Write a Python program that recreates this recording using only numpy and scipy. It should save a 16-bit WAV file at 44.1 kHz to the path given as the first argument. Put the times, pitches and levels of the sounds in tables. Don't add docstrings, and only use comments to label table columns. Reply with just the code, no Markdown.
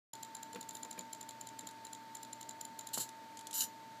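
import sys
import numpy as np
from scipy import signal
from scipy.fft import rfft, irfft
from scipy.io import wavfile
from scipy.ndimage import uniform_filter1d

SR = 44100
rng = np.random.default_rng(int(sys.argv[2]) if len(sys.argv) > 2 else 0)


def bounce(signal):
    frames = np.transpose(np.atleast_2d(signal))
    limited = np.clip(frames, -1, 1)
    pcm = np.round(limited * 32767).astype(np.int16)
    wavfile.write(sys.argv[1], SR, pcm)


N = 176400
T = np.arange(N) / SR

# (f/Hz, level/dB)
HUM_TONES = [(100, -83), (120, -74), (238, -74), (299, -69.5), (622, -77), (1595, -79.5), (1683, -75)]
# (f/Hz, level/dB)
AIR_COLOUR = [(30, -44.5), (60, -44), (95, -26), (140, -20.5), (245, -9.5), (340, -16), (530, -19.5),
              (610, -13.5), (720, -18.5), (1250, -20.5), (1900, -20.5), (2800, -26.5), (4400, -24),
              (5300, -30), (7300, -30), (9800, -38), (13000, -36), (15500, -41)]
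ECHO_COLOUR = [(200, 4), (4000, -7), (7000, -4.5), (10000, -16), (15000, -1)]
RUSTLE_COLOUR = [(6000, -31), (10000, -3), (12500, -5), (15500, -8)]

# (t/s, knock level/dB, ring level/dB, table thud level/dB)
FRAME_KNOCKS = [(0.547, -54, -49, -70), (0.5589, -42, -49.5, -49.5), (.585, -70, -66, -55),
                (.852, -49.5, -64, -68), (0.979, -44.5, -61, -57), (.996, -55, -65, -52.5),
                (1.634, -66, -58, -55)]
# (f/Hz, relative level/dB, fade time/s)
TABLE_TONES = [(187.6, -3, 0.016), (248, -4.5, 0.011), (314, -3, 0.009)]
# (t/s, level/dB)
FRAME_SHUDDERS = [(2.9828, -51), (3.615, -54.5)]
# (f/Hz, level/dB)
KNOCK_COLOUR = [(60, -42), (200, -4), (300, -5), (650, -3), (1500, -10.5), (2400, -10.5), (3000, -15.5),
                (8000, -28.5)]
SHUDDER_COLOUR = [(60, -28), (100, -7), (150, 0), (220, 0.5), (300, 1), (450, -3.5), (700, -26),
                  (2000, -25)]
# (f/Hz, level/dB, time to fade by 60 dB/s)
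BALL_TONES = [(835, -20, 0.0039), (1130, -34, 0.0038), (540, -31, 0.0054), (303, -47, 0.035)]

# (t/s, base level/dB, fall-back level/dB)
GEAR_TWITCHES = [(0.1366, -39, -44.5), (0.2325, -36.5, -45.5), (0.352, -38.5, -45), (0.4322, -38.5, -72),
                 (0.5323, -42.5, -44), (0.6124, -38, -44.5), (0.6926, -38, -42), (0.7531, -38, -43.5),
                 (.833, -37.5, -44), (0.9128, -37.5, -43.5), (.993, -38.5, -45), (1.133, -36, -46),
                 (1.2128, -38.5, -46.5), (1.2925, -38.5, -45), (1.413, -38, -72), (1.4726, -41, -43),
                 (1.593, -37, -45), (1.6732, -37.5, -44), (1.8522, -41, -43.5), (1.933, -39.5, -44.5),
                 (2.1532, -38.5, -43.5), (2.2331, -38.5, -47.5), (2.3322, -37.5, -75), (2.4132, -39, -44.5),
                 (2.4934, -37.5, -43), (2.6132, -35.5, -69), (2.6528, -39, -68), (2.7934, -36, -44.5),
                 (2.873, -37.5, -44)]
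# (f/Hz, relative level/dB, fade time/s)
CASE_TONES = [(7215, -.5, 0.0013), (4060, -11, 0.0011), (3170, -18, 0.0012), (10180, -19, 0.0009)]
# (t/s, level/dB)
DULL_TICKS = [(1.7102, -51), (3.0904, -46), (3.3718, -45.5), (3.3915, -45.5), (3.41, -49.5),
              (3.4702, -40.5), (3.5103, -42), (3.5298, -38.5)]
# (t/s, level/dB)
BRAKE_CLACKS = [(3.6072, -24), (3.6205, -30.5), (3.6236, -34), (3.6297, -43)]
# (f/Hz, level/dB)
KICK_COLOUR = [(1500, -16), (3000, -14.5), (5000, -8), (7000, -6), (8700, -32), (10200, -0.5), (11400, -10),
               (12700, -22), (14000, 1), (15500, -35)]
TEETH_COLOUR = [(1500, -22.5), (2650, -21), (3100, -7), (3500, -10.5), (4050, -5), (4600, -7),
                (5500, -11.5), (5900, -14), (7100, 6), (8550, -15), (10150, -2.5), (11400, -6),
                (12900, -18), (14100, -11), (15500, -18)]
FALL_BACK_COLOUR = [(2650, -30), (3100, -15), (3800, -6), (5500, -18.5), (6500, -11), (7100, 0.5),
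                    (7800, -11), (9500, -19), (11400, -17), (13000, -29)]
DULL_TICK_COLOUR = [(1500, -41), (2600, -12), (3100, -4.5), (4100, -2.5), (5200, -8), (7100, 0), (7900, -2),
                    (9000, -11), (10400, -5), (15500, -25)]
BRAKE_COLOUR = [(1500, -28), (2400, -29), (3000, 4.5), (3450, -21), (4000, -1), (4900, -15), (6000, -2),
                (6700, -3), (7050, 12.5), (7500, -7), (9500, -11), (15000, -21)]

# (t/s, level/dB)
LOWER_LEVELS = [(2.931, -62), (2.934, -41.5), (2.943, -35), (2.969, -47.5), (2.981, -34.5), (2.992, -44),
                (3.009, -36), (3.035, -44), (3.08, -71)]
LIFT_LEVELS = [(3.528, -75), (3.541, -37.5), (3.56, -36.5), (3.585, -35), (3.6, -38), (3.61, -30.5),
               (3.63, -35.5), (3.64, -34), (3.658, -49), (3.68, -70)]
FIZZ_LEVELS = [(3.535, -60), (3.56, -44), (3.588, -39), (3.606, -46)]
# (f/Hz, level/dB)
LOWER_COLOUR = [(1410, -73), (2450, -27), (2810, -11.5), (3020, -5.5), (3380, -17), (4100, -5.5),
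                (5200, -15), (5700, -11), (6620, -9.5), (7000, -1), (7400, 0.5), (7850, -0.5), (8370, -11),
                (9630, -13), (10400, -5.5), (13100, -11.5), (15500, -19)]
LIFT_COLOUR = [(1410, -49), (2520, -36), (2740, -15), (3020, -5.5), (3410, -25), (3600, -15), (4050, -5.5),
               (4590, -14), (4920, -10), (5280, -14), (5890, -6.5), (6570, -13), (7060, 5.5), (7450, -9.5),
               (8200, -8), (9190, -14.5), (10200, -7.5), (13500, -9), (14200, -13), (15500, -34)]
FIZZ_COLOUR = [(5000, -35), (7000, -14), (7800, 0), (9000, -24), (11000, -3), (13400, 2), (14700, -14),
               (15400, -12)]
# (t/s, f/Hz)
LOWER_SPEED = [(2.93, 358.2), (3.01, 945), (3.07, 394)]
LIFT_SPEED = [(3.53, 399.7), (3.59, 851), (3.662, 400.6)]


def amp(db):
    return 10 ** (np.asarray(db) / 20)


def unit(x):
    return x / np.sqrt(np.mean(x ** 2))


def noise():
    return rng.standard_normal(N)


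def wander(rate_hz):
    hold = int(SR / rate_hz)
    steps = np.repeat(rng.standard_normal(N // hold + 1), hold)
    return 1.3 * uniform_filter1d(uniform_filter1d(steps, hold), hold)[:N]


def swell(levels):
    return amp(np.interp(T, *np.array(levels).T, left=-200, right=-200))


def colour(x, points):
    hz, db = np.array(points, float).T
    gain = unit(amp(np.interp(np.log(np.fft.rfftfreq(N, 1 / SR) + 1), np.log(hz), db)))
    cepstrum = irfft(np.log(gain), N) * (1 + np.sign(N / 2 - np.arange(N)))
    cepstrum[0] /= 2
    return irfft(rfft(x) * np.exp(rfft(cepstrum)), N)


def highpass(x, hz):
    return signal.sosfilt(signal.butter(N=6, Wn=hz, btype="high", fs=SR, output="sos"), x)


def contacts(times, dbs, rise_s, decay_s, ring_hz=None):
    out = np.zeros(N)
    for at, db in zip(times, dbs):
        start = int((at - .03) * SR)
        span = slice(start, start + SR // 5)
        t = T[span] - at
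        shape = np.exp(np.minimum(t / rise_s, -t / decay_s))
        if ring_hz is None:
            burst = shape * rng.standard_normal(len(t))
        else:
            hz = ring_hz * (1 + .011 * rng.standard_normal())
            burst = shape * np.sin(2 * np.pi * (hz * t + rng.random()))
        out[span] += amp(db) * burst * np.sqrt(np.sum(shape ** 2) / np.sum(burst ** 2))
    return out


def tone(db, hz):
    return np.sqrt(2) * amp(db) * np.sin(2 * np.pi * np.cumsum(hz) / SR)


def room_hum():
    hum = sum(tone(db + 2 * wander(6.86), hz + 1.62 * wander(12)) for hz, db in HUM_TONES)
    air = colour(noise(), AIR_COLOUR)
    return hum + amp(-61.5) * air / np.std(highpass(air, hz=1100))


def stepper_whine():
    return tone(db=-54.5 + .4 * wander(12), hz=897.4 + .51 * wander(5.28))


def room_echo(sound, fade_s=.18, gap_s=.0077, level_db=-11):
    tail = colour(noise(), ECHO_COLOUR) * np.exp(-np.log(1000) * T / fade_s) * (T > gap_s)
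    return amp(level_db) * signal.fftconvolve(sound, tail / np.linalg.norm(tail))[:N]


def rustle():
    return colour(contacts(times=[.758], dbs=[-60], rise_s=.067, decay_s=.042), RUSTLE_COLOUR)


def frame_shudders():
    return colour(contacts(*np.array(FRAME_SHUDDERS).T, rise_s=.0021, decay_s=.023), SHUDDER_COLOUR)


def frame_knocks(thud_rise_s=.0046):
    at, db, ring_db, thud_db = np.array(FRAME_KNOCKS).T
    ring = contacts(at, ring_db, rise_s=.0038, decay_s=.008, ring_hz=455)
    thud = sum(contacts(at + thud_rise_s, thud_db + tone_db, thud_rise_s, decay_s, hz)
               for hz, tone_db, decay_s in TABLE_TONES)
    knock = colour(contacts(at, db, rise_s=.0017, decay_s=.0072), KNOCK_COLOUR)
    return knock + ring + thud


def pen_tap(at_s=2.9754, rise_s=.00041):
    t = np.maximum(T - at_s, 0)
    ball = sum(amp(db) * np.sin(2 * np.pi * hz * t) * np.exp(-np.log(1000) * t / fade_s)
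               for hz, db, fade_s in BALL_TONES)
    return highpass(ball * (1 - np.exp(-t / rise_s)), hz=111)


def gear_brake():
    return colour(contacts(*np.array(BRAKE_CLACKS).T, rise_s=.0011, decay_s=.0027), BRAKE_COLOUR)


def motor_fizz():
    return swell(FIZZ_LEVELS) * colour(noise(), FIZZ_COLOUR)


def gear_buzz(levels, speed, case_colour, gain_db, growl_hz=1570, growl_width_hz=330):
    tooth_hz = np.interp(T, *np.array(speed).T) * (1 + .04 * wander(400))
    teeth_passed = np.cumsum(tooth_hz) / SR
    clicks = np.diff(np.floor(teeth_passed), prepend=0) * amp(.5 * noise())
    clicks /= np.sqrt(np.gradient(teeth_passed))
    grit = amp(wander(450))
    scrape = np.exp(-(teeth_passed % 1) / 1.2) * grit * noise()
    rattle = unit(unit(clicks) + amp(6) * unit(scrape))
    case = highpass(colour(rattle, list(case_colour) + [(16500, -68)]), hz=2570)
    arm = signal.lfilter(*signal.iirpeak(growl_hz, growl_hz / growl_width_hz, SR), rattle)
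    return amp(gain_db) * swell(levels) * (unit(case) + amp(-22.5) * unit(arm))


def gear_twitches(kick_lead_s=.0032, fall_back_s=.0162):
    at, db, back_db = np.array(GEAR_TWITCHES).T
    kick = colour(contacts(at - kick_lead_s, db - 6, rise_s=.0003, decay_s=.00072), KICK_COLOUR)
    teeth = colour(contacts(at, db - 5.5, rise_s=.0014, decay_s=.0022), TEETH_COLOUR)
    case = sum(contacts(at, db + ring_db, rise_s=.0013, decay_s=decay_s, ring_hz=hz)
               for hz, ring_db, decay_s in CASE_TONES)
    back = colour(contacts(at + fall_back_s, back_db, rise_s=.00048, decay_s=.0024), FALL_BACK_COLOUR)
    dull = colour(contacts(*np.array(DULL_TICKS).T, rise_s=.00043, decay_s=.0043), DULL_TICK_COLOUR)
    return kick + teeth + case + back + dull


def scene():
    plotter = gear_twitches()
    plotter += gear_buzz(LOWER_LEVELS, LOWER_SPEED, LOWER_COLOUR, gain_db=-.45)
    plotter += gear_buzz(LIFT_LEVELS, LIFT_SPEED, LIFT_COLOUR, gain_db=-2.5)
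    plotter += motor_fizz() + gear_brake() + frame_knocks() + pen_tap() + frame_shudders() + rustle()
    return (plotter + room_echo(plotter) + stepper_whine() + room_hum())[None]


def record(dry):
    start_s, top_hz = .133, 15350
    treble_cut = signal.ellip(10, .2, 70, top_hz, fs=SR, output="sos")
    return signal.sosfilt(treble_cut, dry * (T > start_s))


dry = scene()
out = record(dry)
bounce(out)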